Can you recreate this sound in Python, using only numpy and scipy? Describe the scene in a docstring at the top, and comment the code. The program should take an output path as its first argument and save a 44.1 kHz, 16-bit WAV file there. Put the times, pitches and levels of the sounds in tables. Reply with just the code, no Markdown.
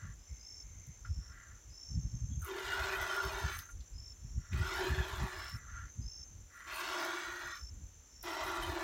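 """Four long squirts of milk, drawn from a cow by hand, break into drops that drum in a metal pail outdoors.
Random impacts excite the modes of the pail, its air and its milk; bubbles, spray and wall grazes join them.
Between squirts a slack stream, the same impacts muffled by froth, lands softly, and stray drops snap.
Cicadas buzz and chirp as modulated narrow-band noise and tone; far birds call as resonant noise.
Puffs of wind bump the microphone as short swings of slowing frequency over a rumble and quiet air."""
import sys
import numpy as np
from scipy import signal
from scipy.fft import rfft, irfft, next_fast_len
from scipy.io import wavfile
from scipy.ndimage import uniform_filter1d, map_coordinates

SR = 44100
rng = np.random.default_rng(int(sys.argv[2]) if len(sys.argv) > 2 else 0)


def to_wav(s):
    """Save 16-bit WAV."""
    ch = np.atleast_2d(s).T  # columns
    pcm = np.round(np.clip(ch, -1, 1) * 32767)  # PCM
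    wavfile.write(sys.argv[1], SR, pcm.astype(np.int16))


N = 389403

# Levels called nominal are shifted by a constant where they are used.
# Squeezes of the teat: start t/s, crest t/s, end t/s, nominal patter level at the crest/dB,
# swell up to the crest/dB, sag after it/dB, air resonance of the pail f/Hz,
# then nominal levels relative to the patter: boom/dB, drumming/dB, wall ring/dB, initial hiss/dB
SQUEEZES = [(2.414, 2.76, 3.547, -44.5, 14.5, 1, 383, -4, -3.5, -2, 0.5),
            (4.512, 4.827, 5.5, -43.5, 9, 8, 369.7, -2, -5, -7.5, 0),
            (6.659, 7.045, 7.562, -43.5, 7.5, 12, 349.5, -3.5, -2.5, -0.5, 0.5),
            (8.23, 8.327, 9.05, -45, -0.5, 1, 352, -2, -0.5, -4.5, -1.5)]
# Modes of the pail: f/Hz, width/Hz, mean level/dB
PAIL_MODES = [(645, 71, -1.5), (927, 56, -0.5), (1135, 83, -1), (1390, 66, 0.5), (1610, 38, -1),
              (1732, 65, -1), (1950, 92, -3.5), (2270, 57, -5), (2470, 80, -6), (2846, 44, -2),
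              (3090, 72, -4), (3375, 61, -5), (3640, 89, -2), (4000, 110, -6.5)]
# Colours of the splash, as filter curves: f/Hz, relative level/dB
PATTER_COLOUR = [(850, -38.5), (1120, 2.5), (1950, 2), (2200, -3), (2600, -27)]
HISS_COLOUR = [(1800, -14), (2250, 2.5), (3300, 1), (4400, -0.5), (4900, 1), (7800, -2.5), (9500, -70)]
SPRAY_COLOUR = [(6000, -76), (7800, -1), (9000, 5), (10300, -2.5), (11500, 0.5), (16000, 0)]
# The bottom, damped by milk to a broad hump: f/Hz, relative level/dB
BOTTOM_COLOUR = [(360, -18), (500, -12.0), (630, 2.5), (780, 1.0), (1000, 8.5), (1250, -28)]
# The jet strays onto the wall and rings one of its modes: start t/s, end t/s, f/Hz, level/dB
WALL_GRAZES = [(2.667, 3.084, 1460, -43.5), (2.88, 2.98, 2490, -44.5), (3.073, 3.284, 1422, -40),
               (3.39, 3.58, 1710, -52.5), (4.606, 4.76, 1447, -46), (7.05, 7.5, 1440, -50.5),
               (6.95, 7.57, 1890, -51.5), (8.47, 8.612, 1397, -47), (8.61, 8.68, 3066, -45)]
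# The air of the pail booms harder for a moment: start t/s, end t/s, f/Hz, level/dB
AIR_BOOMS = [(2.46, 2.65, 379.5, -43.5), (4.79, 4.9, 369, -39), (8.66, 8.79, 341, -42.5)]
# The jet digs a hole in the milk: start t/s, end t/s, from f/Hz, to f/Hz, level/dB
MILK_HOLES = [(2.412, 2.58, 1468, 780, -52.5), (4.66, 4.86, 1512, 598, -48.5), (4.7, 4.92, 2300, 1100, -54),
              (5.08, 5.3, 1205, 820, -52), (6.88, 7.16, 1048, 600, -59)]
# The jet fizzes in a band that slides as the squeeze goes on: start t/s, end t/s, from f/Hz, to f/Hz, level/dB
JET_FIZZES = [(4.58, 4.92, 3160, 4050, -58), (6.67, 6.98, 2460, 3040, -51.5),
              (6.7, 6.96, 4450, 4350, -58), (8.48, 8.86, 3810, 4170, -61)]
# The jet sputters into droplets as it starts or runs out: centre t/s, spread t/s, level/dB
SPUTTERS = [(2.448, 0.045, -62), (3.565, 0.044, -56), (3.68, 0.045, -70), (5.54, 0.054, -67.5),
            (6.6, 0.11, -73.5), (6.781, 0.063, -56.5), (7.6, 0.06, -77)]
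# The slack stream: start t/s, crest t/s, end t/s, level/dB (a row that ends before it starts is silent)
SLACK_STREAMS = [(-.1, 0.036, 0.16, -58.5), (1.187, 1.4, 1.625, -60.5), (3.45, 3.593, 3.69, -52.5),
                 (4.374, 4.533, 4.83, -60), (5.422, 5.54, 5.61, -56.5), (5.593, 5.75, 5.92, -53.5),
                 (6.49, 6.607, 6.8, -52), (7.36, 7.53, 7.21, -49)]
# Filter curve of the froth: f/Hz, relative level/dB
FROTH_COLOUR = [(850, -11.5), (1320, 11.5), (1950, 7.5), (2300, -3), (3800, -12), (5000, -9), (9000, -16)]
# Last drops that plop into the milk: t/s, level/dB
LAST_DROPS = [(1.048, -44), (3.688, -46), (5.547, -44.5)]
# Snaps: stray drops that snap on the wall, and at 4.532 s the jet's slap as the second squeeze begins: t/s,
# nominal level/dB, centre f/Hz
SNAPS = [(0.8684, -55, 12000), (2.4196, -44, 11000), (2.447, -34.5, 13100), (2.822, -50, 11500),
         (3.0142, -36, 14000), (3.251, -40, 12500), (3.5889, -34, 13000), (3.59, -36, 4370),
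         (3.714, -51, 8000), (3.8066, -48.5, 4150), (4.532, -34.5, 2300), (5.2312, -46, 9900),
         (5.4946, -49, 11500), (6.7432, -45, 12500), (7.049, -39, 12000), (8.2284, -37, 12800),
         (8.631, -41.5, 9900)]
# Bands of the far cicadas: f/Hz, width/Hz, steady level/dB
CICADA_BANDS = [(5690, 450, -73.5), (6170, 150, -67), (6430, 750, -70.5), (7187, 150, -67.5)]
# Phrases that swell out of the chorus: start t/s, length t/s, final f/Hz, level/dB
CICADA_PHRASES = [(0.236, 0.84, 6310, -61.5), (1.014, 0.36, 5590, -64), (1.691, 0.83, 6330, -59.5),
                  (1.695, 0.64, 5470, -66), (2.923, 0.85, 6300, -56.5), (4.171, 0.47, 5630, -62.5),
                  (5.572, 0.83, 6280, -59), (6.846, 0.86, 6260, -61), (8.088, 0.42, 5620, -59.5)]
# Chirps of the near cicada: start t/s, end t/s, nominal level/dB
NEAR_CHIRPS = [(0.18, 0.401, -66), (0.396, 0.634, -51), (1.053, 1.333, -61.5), (1.702, 1.96, -51),
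               (3.062, 3.298, -51), (3.937, 4.134, -52.5), (4.589, 4.822, -52.5), (5.342, 5.572, -50.5),
               (6.013, 6.244, -50), (6.8, 6.998, -56), (7.449, 7.701, -53), (8.217, 8.423, -55.5)]
# Faint far birds: start t/s, end t/s, f/Hz, level/dB
BIRD_CALLS = [(.26, 1.0, 2150, -75.5), (2.29, 2.39, 3340, -71)]
# Stronger puffs of wind: t/s, nominal level/dB, nominal upper-bass level relative to it/dB
WIND_PUFFS = [(0.047, -45, -7.5), (0.098, -46, -12), (0.325, -42, -18.5), (0.66, -47.5, -19),
              (0.894, -52, -0.5), (1.113, -35, -20), (1.185, -39.5, -11), (1.926, -42, -7),
              (1.976, -33, -4), (2.062, -36, -6.5), (2.152, -41, -2), (2.236, -37.5, -7.5),
              (2.319, -41, -2), (2.38, -37, -11.5), (2.435, -40, -29), (2.811, -40, -14),
              (3.266, -39.5, -10.5), (3.454, -34.5, -10), (4.253, -44.5, -6), (4.38, -34.5, -9),
              (4.551, -31.5, -5.5), (4.614, -33.5, -9), (4.921, -31.5, -5), (5.002, -31, -12),
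              (5.234, -34, -4), (5.553, -44, -3), (6.004, -42, -3.5), (6.062, -40, -14), (7.638, -44, -16)]
# Light breeze: t/s, level/dB
BREEZE_LEVEL = [(0, -55.5), (3, -51.5), (3.8, -50), (5.2, -43.5), (6.3, -52.5), (7.1, -68), (7.75, -48.5),
                (8.15, -62), (8.83, -44.5)]
# Spectra of the wind's rumble and flutter, and of the quiet air: f/Hz, relative level/dB
RUMBLE_COLOUR = [(20, -19), (45, 3), (85, -2), (150, -19.5), (350, -34.5)]
FLUTTER_COLOUR = [(60, -8), (115, 13.5), (190, -0.5), (300, -15), (1200, -93)]
AIR_COLOUR = [(60, -9), (300, -2.5), (700, -8.5), (2000, -10), (7500, -19), (9000, -20), (10400, -22.5),
              (11500, -20), (16000, -23)]

ATTACK_S, RELEASE_S = 0.027, 0.031  # the teat opens and shuts
SAG_S = 0.42  # time constant with which the teat empties
DEEP_GROWS, DEEP_FADE_S = 1.7, 0.11  # boom and drumming swing wider in dB and give out before the end
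HISS_DULLS_DB_PER_S = 4  # the hiss wanes through a squeeze
SPRAY_DB, SPRAY_GROWS = -15.5, 1  # spray re the flow; dB of spray per dB of force
BUBBLE_DB = -10.5  # bubbles re the patter
RING_HZ = 1408  # mode of the wall
DRIBBLE_SWELL_DB = 13
PHRASE_WIDTH_HZ, PHRASE_FADE_S = 180, 0.17
PHRASE_RISE_HZ, PHRASE_RISE_S = 419, 0.085  # each phrase slides up to its pitch
TOP_HZ = 15850  # band limit of the microphone


def squirts():
    """Forced excitation: jet impacts drive air, bottom, wall, bubbles and spray as each squeeze swells and sags."""
    t = clock()
    stream = drops(rate=5000, scatter_db=0.5) * amp(1.0 * wobble(45))  # the jet breaks up unevenly
    splash = pail_splash(stream)
    gurgle = bubbles(low_hz=651, high_hz=4170, cycles=8.7, rise=0.031, scatter_db=5)
    patter = coloured(splash, PATTER_COLOUR) + amp(BUBBLE_DB) * gurgle
    hiss = coloured(splash, HISS_COLOUR)
    drumming = bottom_drumming(splash)
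    ring = unit(resonate(resonate(rng.standard_normal(N), RING_HZ, 96), RING_HZ, 430))
    spray = mist(rate=3000)
    out = np.zeros(N)
    for row in SQUEEZES:
        start, crest, end, db, swell_db, sag_db, cavity_hz, boom_db, drum_db, ring_db, hiss_db = row
        age = np.maximum(t - start, 0)
        force_db = squeeze_force_db(start, crest, swell_db, sag_db)
        flow = amp(db) * (1 - np.exp(-age / ATTACK_S)) * np.exp(-np.maximum(t - end, 0) / RELEASE_S)
        boom = unit(resonate(resonate(stream, cavity_hz, 26), cavity_hz, 85))
        deep = amp(boom_db) * boom + amp(drum_db) * drumming
        deep *= np.clip((end - t) / DEEP_FADE_S, 0, 1)
        bright = patter + amp(hiss_db - HISS_DULLS_DB_PER_S * age) * hiss + amp(ring_db) * ring
        out += flow * amp(force_db - 1.5) * bright
        out += flow * amp(DEEP_GROWS * force_db) * deep
        out += flow * amp(SPRAY_DB + SPRAY_GROWS * force_db) * spray
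    out += ringing(WALL_GRAZES, width_hz=67, fade_s=0.05)
    out += ringing(AIR_BOOMS, width_hz=31.0, fade_s=0.074)
    # the note of a hole falls as it deepens
    out += gliding(MILK_HOLES, width_hz=270, fade_s=0.032)
    out += gliding(JET_FIZZES, width_hz=390, fade_s=0.07)
    return out + sputters()


def squeeze_force_db(start, crest, swell_db, sag_db):
    """Pressure in the teat: a power-law approach to the crest, then exponential relaxation as it empties."""
    t = clock()
    before_crest = np.clip((crest - t) / (crest - start), 0, 1)
    emptied = 1 - np.exp(-np.maximum(t - crest, 0) / SAG_S)
    return -swell_db * before_crest ** 1.39 - sag_db * emptied


def drops(rate, scatter_db):
    """Shot noise: impacts fall at random moments with random sizes."""
    hit = rng.random(N) < rate / SR
    size = amp(scatter_db * np.clip(rng.standard_normal(N), -2, 2))
    return unit(hit * rng.standard_normal(N) * size)


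def pail_splash(stream):
    """Enclosure acoustics: direct, reflected and reverberant impacts together excite the pail's modes."""
    inside = hollow(stream, t60=.05)
    echoed = wall_echo(stream, delay_ms=1.7, sway=.2, share=.45)
    splash = pail(.4 * unit(inside) + echoed, direct=.3, wander_db=2.6)
    return patchy(splash, patch_db=2, size=3)


def pail(x, direct, wander_db):
    """Modal superposition: the landing point wanders, so each mode is fed now more, now less."""
    modes = np.zeros(N)
    for hz, width, db in PAIL_MODES:
        modes += amp(db + wander_db * wobble(5.7)) * resonate(x, hz, width)
    return modes + direct * x


def wall_echo(x, delay_ms, sway, share):
    """Reflection: the path off the pail's side shifts with the aim of the stream."""
    late = delay_ms / 1000 * SR * (1 + sway * wobble(3))
    return x + share * map_coordinates(x, [np.arange(N) - late], order=1)


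def hollow(x, t60, count=3):
    """Reverberation: multiple paths carve fine peaks that shift as the landing point moves."""
    t = np.arange(SR // 10) / SR
    paths = []
    for _ in range(count):
        impulse = amp(-60 * t / t60) * rng.standard_normal(len(t))
        paths.append(signal.oaconvolve(x, impulse)[:N])
    aim = np.array([amp(8 * wobble(2.5)) for _ in paths])
    return np.sum(paths * aim / np.linalg.norm(aim, axis=0), axis=0)


def bottom_drumming(splash):
    """Damped plate: milk on the bottom merges its modes into one hump, struck by splash and further drops."""
    further = coloured(drops(rate=5000, scatter_db=2), BOTTOM_COLOUR)
    return unit(coloured(splash, BOTTOM_COLOUR) + 1.3 * further)


def bubbles(low_hz, high_hz, cycles, rise, scatter_db, count=3000, size=700):
    """Bubble resonance: each small bubble decays briefly at its own rising pitch."""
    when, pitch, strength = rng.random((count, 3)).T[:, :, None]
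    k = np.arange(size)
    hz = low_hz * (high_hz / low_hz) ** pitch
    age = k / SR * hz / cycles  # in decay constants
    gain = amp(-scatter_db * np.log(1 - .98 * strength))
    decay = np.exp(-age) * (1 - k / size)
    rings = gain * decay * np.sin(2 * np.pi * cycles * age * (1 + rise * age))
    places = (when * N).astype(int) + k
    return unit(np.bincount(places.ravel(), rings.ravel(), N)[:N])


def mist(rate):
    """Impulse response: fine droplets tick on the wall, the odd larger one snaps, and the pail answers."""
    fine = drops(rate=rate, scatter_db=2) * amp(1.8 * wobble(60))
    ticks = unit(fine + 0.38 * drops(rate=100, scatter_db=7))
    answered = ticks + .95 * unit(hollow(ticks, t60=.035))
    return coloured(patchy(answered, patch_db=2.6, size=9), SPRAY_COLOUR)


def sputters():
    """Jet break-up: scattered droplets swell and fade in Gaussian bursts."""
    t = clock()
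    bursts = sum(amp(db) * np.exp(-((t - s) / spread) ** 2) for s, spread, db in SPUTTERS)
    return mist(rate=1300) * bursts


def gliding(rows, width_hz, fade_s):
    """Quadrature modulation: low-pass noise on a sliding carrier makes a bubbling band that changes pitch."""
    out = np.zeros(N + SR)
    low_pass = signal.butter(3, width_hz / 2, fs=SR, output="sos")
    for start, end, from_hz, to_hz, db in rows:
        t = np.arange(round((end - start) * SR)) / SR
        a, b = signal.sosfilt(low_pass, rng.standard_normal((2, SR)))[:, -len(t):]
        phase = 2 * np.pi * np.cumsum(np.geomspace(from_hz, to_hz, len(t))) / SR
        fade = np.sin(np.pi / 2 * np.minimum(np.minimum(t, t[-1] - t) / fade_s, 1))
        tone = unit(a * np.cos(phase) + b * np.sin(phase))
        out[round(start * SR):][:len(t)] += amp(db) * fade * tone
    return out[:N]


def dribbles():
    """Absorption: froth muffles all but the pail's middle modes under the slack stream; last drops ring the wall."""
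    drips = patchy(drops(rate=4500, scatter_db=1), patch_db=2, size=3) * amp(0.98 * wobble(22))
    soft = coloured(pail(drips, direct=0.32, wander_db=2.5), FROTH_COLOUR)
    s, db = np.transpose(LAST_DROPS)
    age = np.maximum(clock()[:, None] - s, 0)
    plops = (amp(-60 * age / 0.11) * (1 - np.exp(-age / 0.0013))) @ amp(db)
    tock = 0.86 * np.sin(2 * np.pi * RING_HZ * clock() + wobble(83)) + 0.55 * soft
    trickle = np.zeros(N)
    for start, crest, end, db in SLACK_STREAMS:
        off_crest = np.interp(clock(), [start, crest, end], [1, 0, 1])
        trickle += amp(db - DRIBBLE_SWELL_DB * off_crest ** 1.76) * window(start, end, 0.028)
    return plops * tock + soft * trickle


def spits():
    """Impact transient: each snap is a log-Gaussian band of noise with a fast and a slow decay."""
    out, t = np.zeros(N + SR), np.arange(SR // 10) / SR
    decay = amp(-60 * t / 0.0074) + 0.27 * amp(-60 * t / 0.15)
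    for s, db, centre_hz in SNAPS:
        noise = rng.standard_normal(len(t))
        snap = unit(filtered(noise, lambda hz: np.exp(-(np.log2((hz + 1) / centre_hz) / 0.58) ** 2)))
        out[round(s * SR):][:len(t)] += amp(db - 5.0) * decay * snap
    return out[:N]


def chirps():
    """Frequency and amplitude modulation: a near cicada's pulses slide up to pitch, then hold it and grow loud."""
    out = np.zeros(N)
    for start, end, db in NEAR_CHIRPS:
        age = np.arange(round((end - start) * SR)) / SR
        pulse = (51 + rng.normal()) * (age - age[-1]) % 1  # about 51 pulses a second
        opening = 1 / (1 + np.exp(-(age - .05) / 0.0176))
        pitch_hz = 5070 + opening * 305 + 22 * rng.normal()
        pitch_hz = pitch_hz + 200 * (.5 - pulse)  # each pulse droops in pitch
        tone = np.sin(2 * np.pi * np.cumsum(pitch_hz) / SR) + 0.45 * band(pitch_hz, 260)
        swell = (0.31 + opening) * (0.12 + np.sin(np.pi * pulse) ** 1.3)
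        out[round(start * SR):][:len(age)] += amp(db - 4.0) * unit(tone * swell)
    return out


def chorus():
    """Superposition: far cicadas buzz in a few bands, out of which rising, trilling phrases swell."""
    out = sum(amp(db) * buzz(hz, width, depth=0.29) for hz, width, db in CICADA_BANDS)
    for s, length, hz, db in CICADA_PHRASES:
        pitch_hz = hz - PHRASE_RISE_HZ * np.exp(-np.maximum(clock() - s, 0) / PHRASE_RISE_S)
        swell = amp(db) * window(s, s + length, PHRASE_FADE_S)
        out += swell * buzz(pitch_hz, PHRASE_WIDTH_HZ, depth=0.22)
    return out


def buzz(hz, width, depth):
    """Amplitude modulation: a cicada's noise band drifts a little in pitch and throbs with its tymbals."""
    throb = 1 + depth * np.sin(2 * np.pi * 58.6 * clock() + 1.5 * wobble(4))
    return unit(band(hz + 22 * wobble(4), width) * throb * amp(wobble(6) + 0.57 * wobble(2)))


def far_birds():
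    """Resonant noise: each faint call is a narrow band whose level wavers at random."""
    return ringing(BIRD_CALLS, width_hz=170, fade_s=0.045) * amp(wobble(12))


def wind():
    """Turbulence: each eddy is one short, slowing swing with a flutter on top, over a lumpy rumble."""
    out, flutter = np.zeros(N), np.zeros(N)
    for s, db, upper_db in WIND_PUFFS:
        span = slice(max(round((s - .15) * SR), 0), round((s + .15) * SR))
        t = np.arange(N)[span] / SR - s
        shape = 1 / np.cosh(t / .012)
        swing_hz = 68 * np.exp(0.1475 * rng.standard_normal() - 0.2973 * np.tanh(t / 0.027))
        swing = np.sin(2 * np.pi * (np.cumsum(swing_hz) / SR + rng.random()))
        out[span] += amp(db + 4.5) * shape * swing
        flutter[span] += amp(db + upper_db + 5.0) * shape
    out += flutter * coloured(rng.standard_normal(N), FLUTTER_COLOUR)
    lumps = unit(amp(9 * np.tanh(wobble(15))))
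    rumble = coloured(rng.standard_normal(N), RUMBLE_COLOUR)
    return out + level(*np.transpose(BREEZE_LEVEL)) * lumps * rumble


def yard_air():
    """Ambient noise: the quiet air of the yard is a broad, nearly steady spectrum."""
    return amp(-69.5 + 0.063 * wobble(1.8)) * coloured(rng.standard_normal(N), AIR_COLOUR)


def ringing(rows, width_hz, fade_s):
    """Resonance: noise through one narrow mode for each (start/s, end/s, f/Hz, level/dB) row."""
    out = np.zeros(N)
    for start, end, hz, db in rows:
        mode = resonate(resonate(rng.standard_normal(N), hz, width_hz), hz, 3 * width_hz)
        out += amp(db) * window(start, end, fade_s) * unit(mode)
    return out


def resonate(x, hz, width):
    """Simple resonator: one ringing mode of given width."""
    return signal.lfilter(*signal.iirpeak(hz, hz / width, SR), x)


def band(hz, width):
    """Quadrature modulation: narrow noise follows a pitch given sample by sample."""
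    noise = rng.standard_normal((2, len(hz) + SR // 10))
    low_pass = signal.butter(2, width / 2, fs=SR, output="sos")
    a, b = signal.sosfilt(low_pass, noise)[:, -len(hz):]
    phase = 2 * np.pi * np.cumsum(hz) / SR
    return unit(a * np.cos(phase) + b * np.sin(phase))


def patchy(x, patch_db, size):
    """Time-varying filtering: patches of random gain, size bins wide, keep changing the colour."""
    z = signal.stft(x, nperseg=512)[2]
    across_bins = uniform_filter1d(rng.standard_normal(z.shape), size, 0)
    field = uniform_filter1d(across_bins, 9, 1)
    return unit(signal.istft(z * amp(patch_db * unit(field)), nperseg=512)[1][:N])


def coloured(x, points):
    """Linear filtering: x is shaped by (f/Hz, level/dB) points, empty above the last, at rms 1."""
    f, db = np.transpose(points)
    return unit(filtered(x, lambda hz: amp(np.interp(np.log(hz + 1), np.log(f), db, right=-120))))


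def filtered(x, response):
    """Convolution theorem: the spectrum of x is multiplied by a response of frequency."""
    m = next_fast_len(len(x) + 8192, True)
    return irfft(rfft(x, m) * response(np.fft.rfftfreq(m, 1 / SR)), m)[:len(x)]


def wobble(rate):
    """Random process: a smooth curve through rate random knots a second."""
    steps = np.arange(0, N, 64)
    knots = rng.standard_normal(int(N * rate / SR) + 4)
    return np.interp(np.arange(N), steps, map_coordinates(knots, [steps * rate / SR]))


def window(start, end, fade_s):
    """Envelope: a sine fade in, a hold and a sine fade out."""
    t = clock()
    return np.sin(np.pi / 2 * np.clip(np.minimum(t - start, end - t) / fade_s, 0, 1))


def level(s, db):
    """Envelope: gain follows a dB curve and all but vanishes outside it."""
    return amp(np.interp(clock(), np.r_[s[0] - .008, s, s[-1] + .02], np.r_[-120, db, -120]))


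def clock():
    """Sampling: the time of every sample in seconds."""
    return np.arange(N) / SR


def amp(db):
    """Logarithmic level: decibels become an amplitude gain."""
    return 10 ** (np.asarray(db) / 20)


def unit(x):
    """Normalization: scale to rms 1."""
    return x / np.sqrt(np.mean(x ** 2) + 1e-20)


def scene():
    """Superposition: milk, insects, far birds and wind add over the quiet air of the yard."""
    milk = squirts() + dribbles() + spits()
    insects = chirps() + chorus()
    return (milk + insects + far_birds() + wind() + yard_air())[None]


def record(dry):
    """Band limitation: the microphone sheds the deepest bass and keeps nothing above its limit."""
    return filtered(dry[0], lambda hz: (hz < TOP_HZ) * hz ** 4 / (hz ** 4 + 30 ** 4))[None]


dry = scene()
out = record(dry)
to_wav(out)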